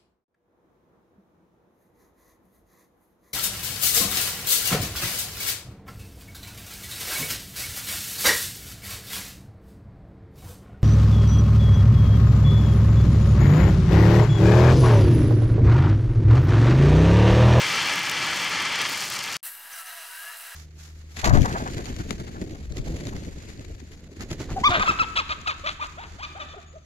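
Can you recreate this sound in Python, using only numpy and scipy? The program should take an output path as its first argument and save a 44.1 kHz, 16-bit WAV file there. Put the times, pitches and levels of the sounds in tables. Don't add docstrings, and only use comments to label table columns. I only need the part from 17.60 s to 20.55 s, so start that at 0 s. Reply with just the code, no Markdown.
import sys
import numpy as np
from scipy import signal
from scipy.fft import rfft, irfft
from scipy.io import wavfile
from scipy.ndimage import uniform_filter1d

SR = 44100
rng = np.random.default_rng(int(sys.argv[2]) if len(sys.argv) > 2 else 0)


def linear_from_db(decibels):
    return 10 ** (np.asarray(decibels, float) / 20)


def file_out(sig):
    cols = np.atleast_2d(sig).T
    lim = np.clip(cols, -1, 1)
    pcm = np.round(lim * 32767).astype(np.int16)
    wavfile.write(sys.argv[1], SR, pcm)


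N = 130095
T = np.arange(N) / SR
SPLICE_S, RESUME_S = 1.769, 1.829

# (time [s], steam roar level [dB], crackle level [dB])
BOIL_LEVELS = [(0, -26.5, -46), (.1, -24, -45.5), (.2, -25, -48), (.33, -24.5, -46.5), (.43, -27.5, -49),
               (.6, -27, -49.5), (.72, -26, -49), (.83, -27, -48), (.9, -27, -48), (1.01, -25.5, -59),
               (1.08, -28, -52), (1.14, -27, -53), (1.175, -28.5, -58), (1.21, -24.5, -50),
               (1.27, -29, -44), (1.45, -32, -43), (1.6, -32.5, -45.5), (1.77, -32, -47)]
# (time [s], scrape level [dB], fizz level [dB])
SPREAD_LEVELS = [(1.835, -52, -39), (1.865, -44.5, -34.5), (1.91, -52.5, -42), (2.01, -51.5, -47),
                 (2.09, -52, -45.5), (2.12, -45.5, -41), (2.21, -45.5, -41.5), (2.245, -52, -47),
                 (2.27, -46, -43), (2.45, -46.5, -43), (2.6, -47.5, -44), (2.72, -46, -43),
                 (2.755, -47.5, -44), (2.78, -49.5, -41), (2.85, -46.5, -43.5), (2.95, -47, -46)]
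# (frequency [Hz], level [dB])
WIDTH_BOIL = [(60, -9.5), (200, -8.5), (700, -20.5), (2400, -23.5), (4400, -20), (8000, -9), (15000, -5)]
# (frequency [Hz], level [dB])
WIDTH_SPREAD = [(200, -1), (700, -5), (1300, -11), (4400, -10), (8000, -19), (15000, -12)]


def unit(x):
    return x / np.sqrt(np.mean(x ** 2))


def curve(table, column):
    rows = np.array(table)
    return linear_from_db(np.interp(T, rows[:, 0], rows[:, column]))


def noise_pair():
    return rng.standard_normal((2, N))


def walk(rate_hz):
    hold = int(SR / rate_hz)
    steps = np.repeat(rng.standard_normal(N // hold + 1), hold)
    slewed = uniform_filter1d(uniform_filter1d(steps, hold), hold)
    return unit(slewed[:N])


def colour(x, *shapes):
    log_hz = np.log(np.arange(1025) * SR / 2048 + 1)
    db = 0
    for shape in shapes:
        hz, level_db = np.array(shape).T
        db = db + np.interp(log_hz, np.log(hz), level_db)
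    cepstrum = irfft(np.log(linear_from_db(db)))
    cepstrum[1:1024] *= 2
    cepstrum[1025:] = 0
    impulse = irfft(np.exp(rfft(cepstrum)))
    return signal.fftconvolve(x, impulse)[:N]


def resonate(x, hz, width_hz):
    return signal.lfilter(*signal.iirpeak(hz, hz / width_hz, SR), x)


def ring(x, modes):
    out = np.zeros(N)
    for hz, width_hz, db in modes:
        shimmer_db = 1.8 * walk(25.)
        out += linear_from_db(db + shimmer_db) * resonate(x, hz, max(width_hz, 5))
    return unit(out)


def grains(rate_hz, spread_db, hiss):
    chance, sign, luck = rng.random((3, N))
    size = linear_from_db(-spread_db * np.log(luck + .02))
    bursts = (chance < rate_hz / SR) * np.sign(sign - .5) * size
    return unit(unit(bursts) + hiss * rng.standard_normal(N))


def wide(x, other, shape, width, pan_db):
    mid = colour(x, shape)
    side = colour(other, shape, width)
    norm = np.sqrt(np.mean(mid ** 2))
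    pan = linear_from_db(np.array([[pan_db], [-pan_db]]) / 2)
    return (mid + side * np.array([[1], [-1]])) / norm * pan


def hits(table, tail_s):
    kick = np.zeros(N)
    for s, db in table:
        kick[int(s * SR)] = linear_from_db(db)
    tail = signal.lfilter([1], [1, -np.exp(-1 / (tail_s * SR))], kick)
    return kick + .12 * tail * rng.standard_normal(N)


def iron(x):
    # (frequency [Hz], width [Hz], level [dB])
    iron_modes = [(878, 13, -18), (1208, 38, -2.5), (1340, 52, -1.5), (1492, 10.5, 5), (1693, 54, 0.5),
                  (1980, 55, -8.5), (2111, 41, 0.5), (2325, 39, 4), (2534, 49, -2), (2600, 7.4, 4),
                  (2800, 44, -4.5), (3070, 71, -6.5), (3214, 110, -7), (4340, 82, -10)]
    # (frequency [Hz], width [Hz], share removed [1])
    dead_spots = [(686, 127, 0.76), (1033, 27, 0.62), (1473, 190, 0.49), (2510, 105, 0.51),
                  (3840, 490, 0.56)]
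    y = x + linear_from_db(-14) * ring(x, iron_modes)
    for hz, width_hz, share in dead_spots:
        y = y - share * resonate(y, hz, width_hz)
    cover_s, covered_s, covered_share = 1.12, 1.2, 0.87
    bare = np.interp(T, [cover_s, covered_s], [1, covered_share])
    return bare * y + (1 - bare) * x


def steam_roar():
    # (frequency [Hz], density [dB per Hz])
    roar_shape = [(300, -29.5), (700, -7.5), (850, -5), (2300, -3.5), (3400, -5), (4400, -8), (6200, -13),
                  (12000, -34.5), (15600, -72)]
    flutter = linear_from_db(.4 * walk(40) + .9 * walk(80))
    steam = [iron(grains(4000., 1.7, 0.91) * flutter) for _ in range(2)]
    return wide(*steam, roar_shape, WIDTH_BOIL, 1.45) * curve(BOIL_LEVELS, 1)


def crackle():
    # (frequency [Hz], density [dB per Hz])
    crackle_shape = [(2500, -17), (4500, 7.5), (7000, 3.5), (11000, -6.5), (16000, -14.5)]
    ticks = grains(900., 2.8, .5) * linear_from_db(1.4 * walk(30))
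    scattered = ticks * rng.standard_normal(N)
    return wide(ticks, scattered, crackle_shape, WIDTH_BOIL, 1.45) * curve(BOIL_LEVELS, 2) * linear_from_db(8.5)


def pops():
    # (time [s], peak level [dB])
    pop_hits = [(0.0194, -27), (0.0428, -35), (0.0702, -32), (0.1281, -28), (0.1585, -29), (0.2279, -43),
                (0.2279, -27), (0.2573, -32), (0.2718, -25), (0.3351, -34), (0.3576, -24), (0.379, -33),
                (0.3935, -28), (0.4314, -27), (0.4599, -37), (0.4843, -30), (0.4973, -24), (0.5147, -23),
                (0.5492, -33), (0.6494, -37), (0.6654, -27), (0.7093, -33), (0.7462, -34), (0.7622, -28),
                (0.8106, -33), (0.8195, -30), (0.8465, -28), (0.8954, -29), (0.9996, -36), (1.0101, -36),
                (1.0241, -26), (1.1263, -49), (1.1263, -29), (1.1578, -31), (1.1877, -31), (1.2166, -36),
                (1.2166, -22), (1.289, -27), (1.297, -25), (1.3189, -29), (1.3254, -28), (1.3309, -26),
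                (1.3763, -27), (1.4072, -27), (1.4232, -24), (1.4441, -25), (1.4536, -26), (1.4726, -27),
                (1.5015, -21), (1.5419, -27), (1.5883, -28), (1.6372, -30), (1.6372, -27), (1.6601, -30),
                (1.6926, -32), (1.711, -32), (1.7255, -27), (1.7664, -28)]
    # (frequency [Hz], level [dB])
    pop_shape = [(3000, -36), (6000, -19), (8500, -10.5), (11000, -6), (16000, -8)]
    # (time [s], peak level [dB])
    splat_hits = [(0.015, -19), (0.0534, -24), (0.3044, -22.5), (0.337, -22), (0.4964, -15), (0.7617, -28),
                  (0.8454, -23), (1.0174, -23), (1.054, -20), (1.1578, -17), (1.2164, -23), (1.3294, -21),
                  (1.4105, -24), (1.454, -28), (1.5007, -21), (1.5904, -16), (1.6396, -21), (1.7254, -21)]
    # (frequency [Hz], level [dB])
    splat_shape = [(1200, -37), (3000, 0), (5500, 2), (8000, 0), (13000, -28.5)]
    pop = colour(hits(pop_hits, tail_s=.0009), pop_shape) * linear_from_db(19.5)
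    splat = colour(hits(splat_hits, tail_s=.0041), splat_shape) * linear_from_db(11.5)
    return (pop + splat) * linear_from_db(np.array([[1.6], [-1.6]]))


def flame():
    # (frequency [Hz], density [dB per Hz])
    flame_shape = [(18, -40), (30, -63), (56, -14), (166, 0), (241, -8), (282, -4), (700, -10), (910, -42),
                   (1540, -120)]
    gas = noise_pair() * linear_from_db(0.2 * walk(11.0))
    rumble = wide(*gas, flame_shape + [(1400, -68)], WIDTH_BOIL, 0.48)
    return rumble * curve(BOIL_LEVELS, 1) * linear_from_db(-15.5)


def steam_air():
    return wide(*noise_pair(), [(6000, -28), (10000, -5)], WIDTH_BOIL, 1.5) * linear_from_db(-68)


def boil():
    return steam_roar() + crackle() + pops() + flame() + steam_air()


def scrape():
    # (frequency [Hz], density [dB per Hz])
    scrape_shape = [(140, -83), (230, -37.5), (951, -6.5), (1060, -8.5), (1660, 0.5), (2510, -6.5),
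                    (2840, -3), (3530, -10.5), (8000, -13), (10400, -46), (17600, -120)]
    # (frequency [Hz], width [Hz], level [dB])
    bowl_modes = [(473, 24, -6), (676, 53, -2), (971, 18, -3), (1154, 49, -11), (1295, 50, -7.5),
                  (1626, 77, -9.5), (1890, 22, -7), (2690, 67, -12), (2820, 50, -9), (3950, 150, -8),
                  (4960, 92, -11), (6000, 96, -11.5)]
    rub = [grains(4000., 2.1, 1.5) * linear_from_db(.8 * walk(30)) for _ in range(2)]
    rung = [r + linear_from_db(-8.5) * ring(r, bowl_modes) for r in rub]
    shape = [(100, -73)] + scrape_shape + [(11000, -55)]
    return wide(*rung, shape, WIDTH_SPREAD, .1) * curve(SPREAD_LEVELS, 1) * linear_from_db(3.0)


def rasp():
    # (frequency [Hz], level [dB])
    rasp_shape = [(2500, -29.5), (4500, -6), (6100, -2), (7200, -19), (9000, -25)]
    growth, pivot_db = 4.6, -45
    press = (curve(SPREAD_LEVELS, 1) / linear_from_db(pivot_db)) ** growth
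    level = linear_from_db(-55 + 2.1 * walk(40.07))
    return wide(*noise_pair(), rasp_shape, WIDTH_SPREAD, 0.18) * press * level


def fizz():
    # (frequency [Hz], density [dB per Hz])
    fizz_shape = [(4000, -9), (6900, -13.5), (7600, -4), (10200, 0.5), (11500, -2), (13000, -3),
                  (16000, -4.5)]
    # (frequency [Hz], level [dB])
    spit_shape = [(7000, -25), (10500, -12), (12500, 11), (14000, 0), (16000, -3)]
    fine = [grains(2500., 4.2, 1.13) * linear_from_db(0.65 * walk(24.9)) for _ in range(2)]
    steady = wide(*fine, [(1500, -59)] + fizz_shape, WIDTH_SPREAD, .4) * curve(SPREAD_LEVELS, 2)
    peak_s, fade_db_per_s = 1.865, 57
    spit_db = -41 - fade_db_per_s * np.abs(T - peak_s)
    return steady + wide(*fine[::-1], spit_shape, WIDTH_SPREAD, 1.2) * linear_from_db(spit_db)


def squeaks():
    # (start [s], length [s], start pitch [Hz], end pitch [Hz], level [dB])
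    whistles = [
        (2.17, .07, 1350, 1320, -48),
        (2.25, .1, 1305, 1275, -51),
        (2.69, .09, 3900, 4120, -56),
        (2.122, .022, 6100, 6100, -51),
        (2.16, .014, 6050, 5950, -53),
        (2.196, .012, 6100, 6000, -52),
        (2.265, .018, 6150, 6200, -51),
        (2.66, .05, 1310, 1320, -54),
        (2.09, .13, 1640, 1630, -53),
        (2.65, .05, 2830, 2840, -52),
    ]
    # (time [s], pitch [Hz], level [dB])
    rising = [
        (2.43, 1370, -75),
        (2.47, 1425, -59),
        (2.53, 1513, -52),
        (2.58, 1590, -50),
        (2.62, 1640, -41.5),
        (2.69, 1706, -43),
        (2.73, 1763, -46.5),
        (2.77, 1790, -75),
    ]
    # (time [s], pitch [Hz], level [dB])
    sagging = [
        (1.94, 875, -85),
        (1.98, 865, -66),
        (2.15, 800, -70),
        (2.271, 740, -58.5),
        (2.36, 685, -55),
        (2.42, 645, -56),
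        (2.46, 630, -85),
    ]
    out = np.zeros(N)
    wobble = walk(59.58)
    for s, length_s, hz0, hz1, db in whistles:
        p = np.clip((T - s) / length_s, 0, 1)
        phase = 2 * np.pi * np.cumsum(hz0 + (hz1 - hz0) * p + 4.0 * wobble) / SR
        out += linear_from_db(db + 4.5 + 1.2 * wobble) * np.sin(np.pi * p) * np.sin(phase)
    for squeal in rising, sagging:
        s, hz, db = np.array(squeal).T
        phase = 2 * np.pi * np.cumsum(np.interp(T, s, hz) + 8.0 * wobble) / SR
        level = linear_from_db(np.interp(T, s, db, -200, -200) + 2.5 * walk(35))
        out += np.sqrt(2) * level * np.sin(phase)
    return out * np.array([[1.2], [.8]])


def handle():
    # (time [s], level [dB])
    bump_hits = [
        (1.905, -73),
        (1.945, -69),
        (2.053, -65),
        (2.126, -66),
        (2.225, -72),
    ]
    bumps = colour(hits(bump_hits, tail_s=.002), [(30, 5), (300, 1), (900, -32)]) * linear_from_db(35)
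    shudder = wide(*noise_pair(), [(40, -3), (300, 0), (600, -27)], WIDTH_SPREAD, 2.7)
    shudder_end_s = 2.16
    return bumps + shudder * linear_from_db(-90 + 4.7 * walk(9.3)) * (T < shudder_end_s)


def spread():
    return scrape() + rasp() + fizz() + squeaks() + handle()


def scene():
    leak_db, leak_t60_s, leak_end_s, floor_db = -22, .02, 1.805, -43
    decay_db = leak_db - 60 * np.clip(T - SPLICE_S, 0, 1) / leak_t60_s
    leak = (linear_from_db(decay_db) + linear_from_db(floor_db)) * (T < leak_end_s)
    first = uniform_filter1d(np.where(T < SPLICE_S, 1, leak), size=30)
    fade_in_s = .0007
    second = np.clip((T - RESUME_S) / fade_in_s, 0, 1)
    return boil() * first + spread() * second


def band_limit(x):
    return signal.sosfilt(signal.butter(12, 15900, fs=SR, output="sos"), x)


def record(dry):
    live = uniform_filter1d(1. * ((T < SPLICE_S) | (T > RESUME_S)), size=200)
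    top_hz, offset = 15750, -.0004
    top_cut = signal.ellip(12, .2, 90, top_hz, fs=SR, output="sos")
    mix = signal.sosfilt(top_cut, dry) + offset * live
    return band_limit(mix)


dry = scene()
out = record(dry)
file_out(out)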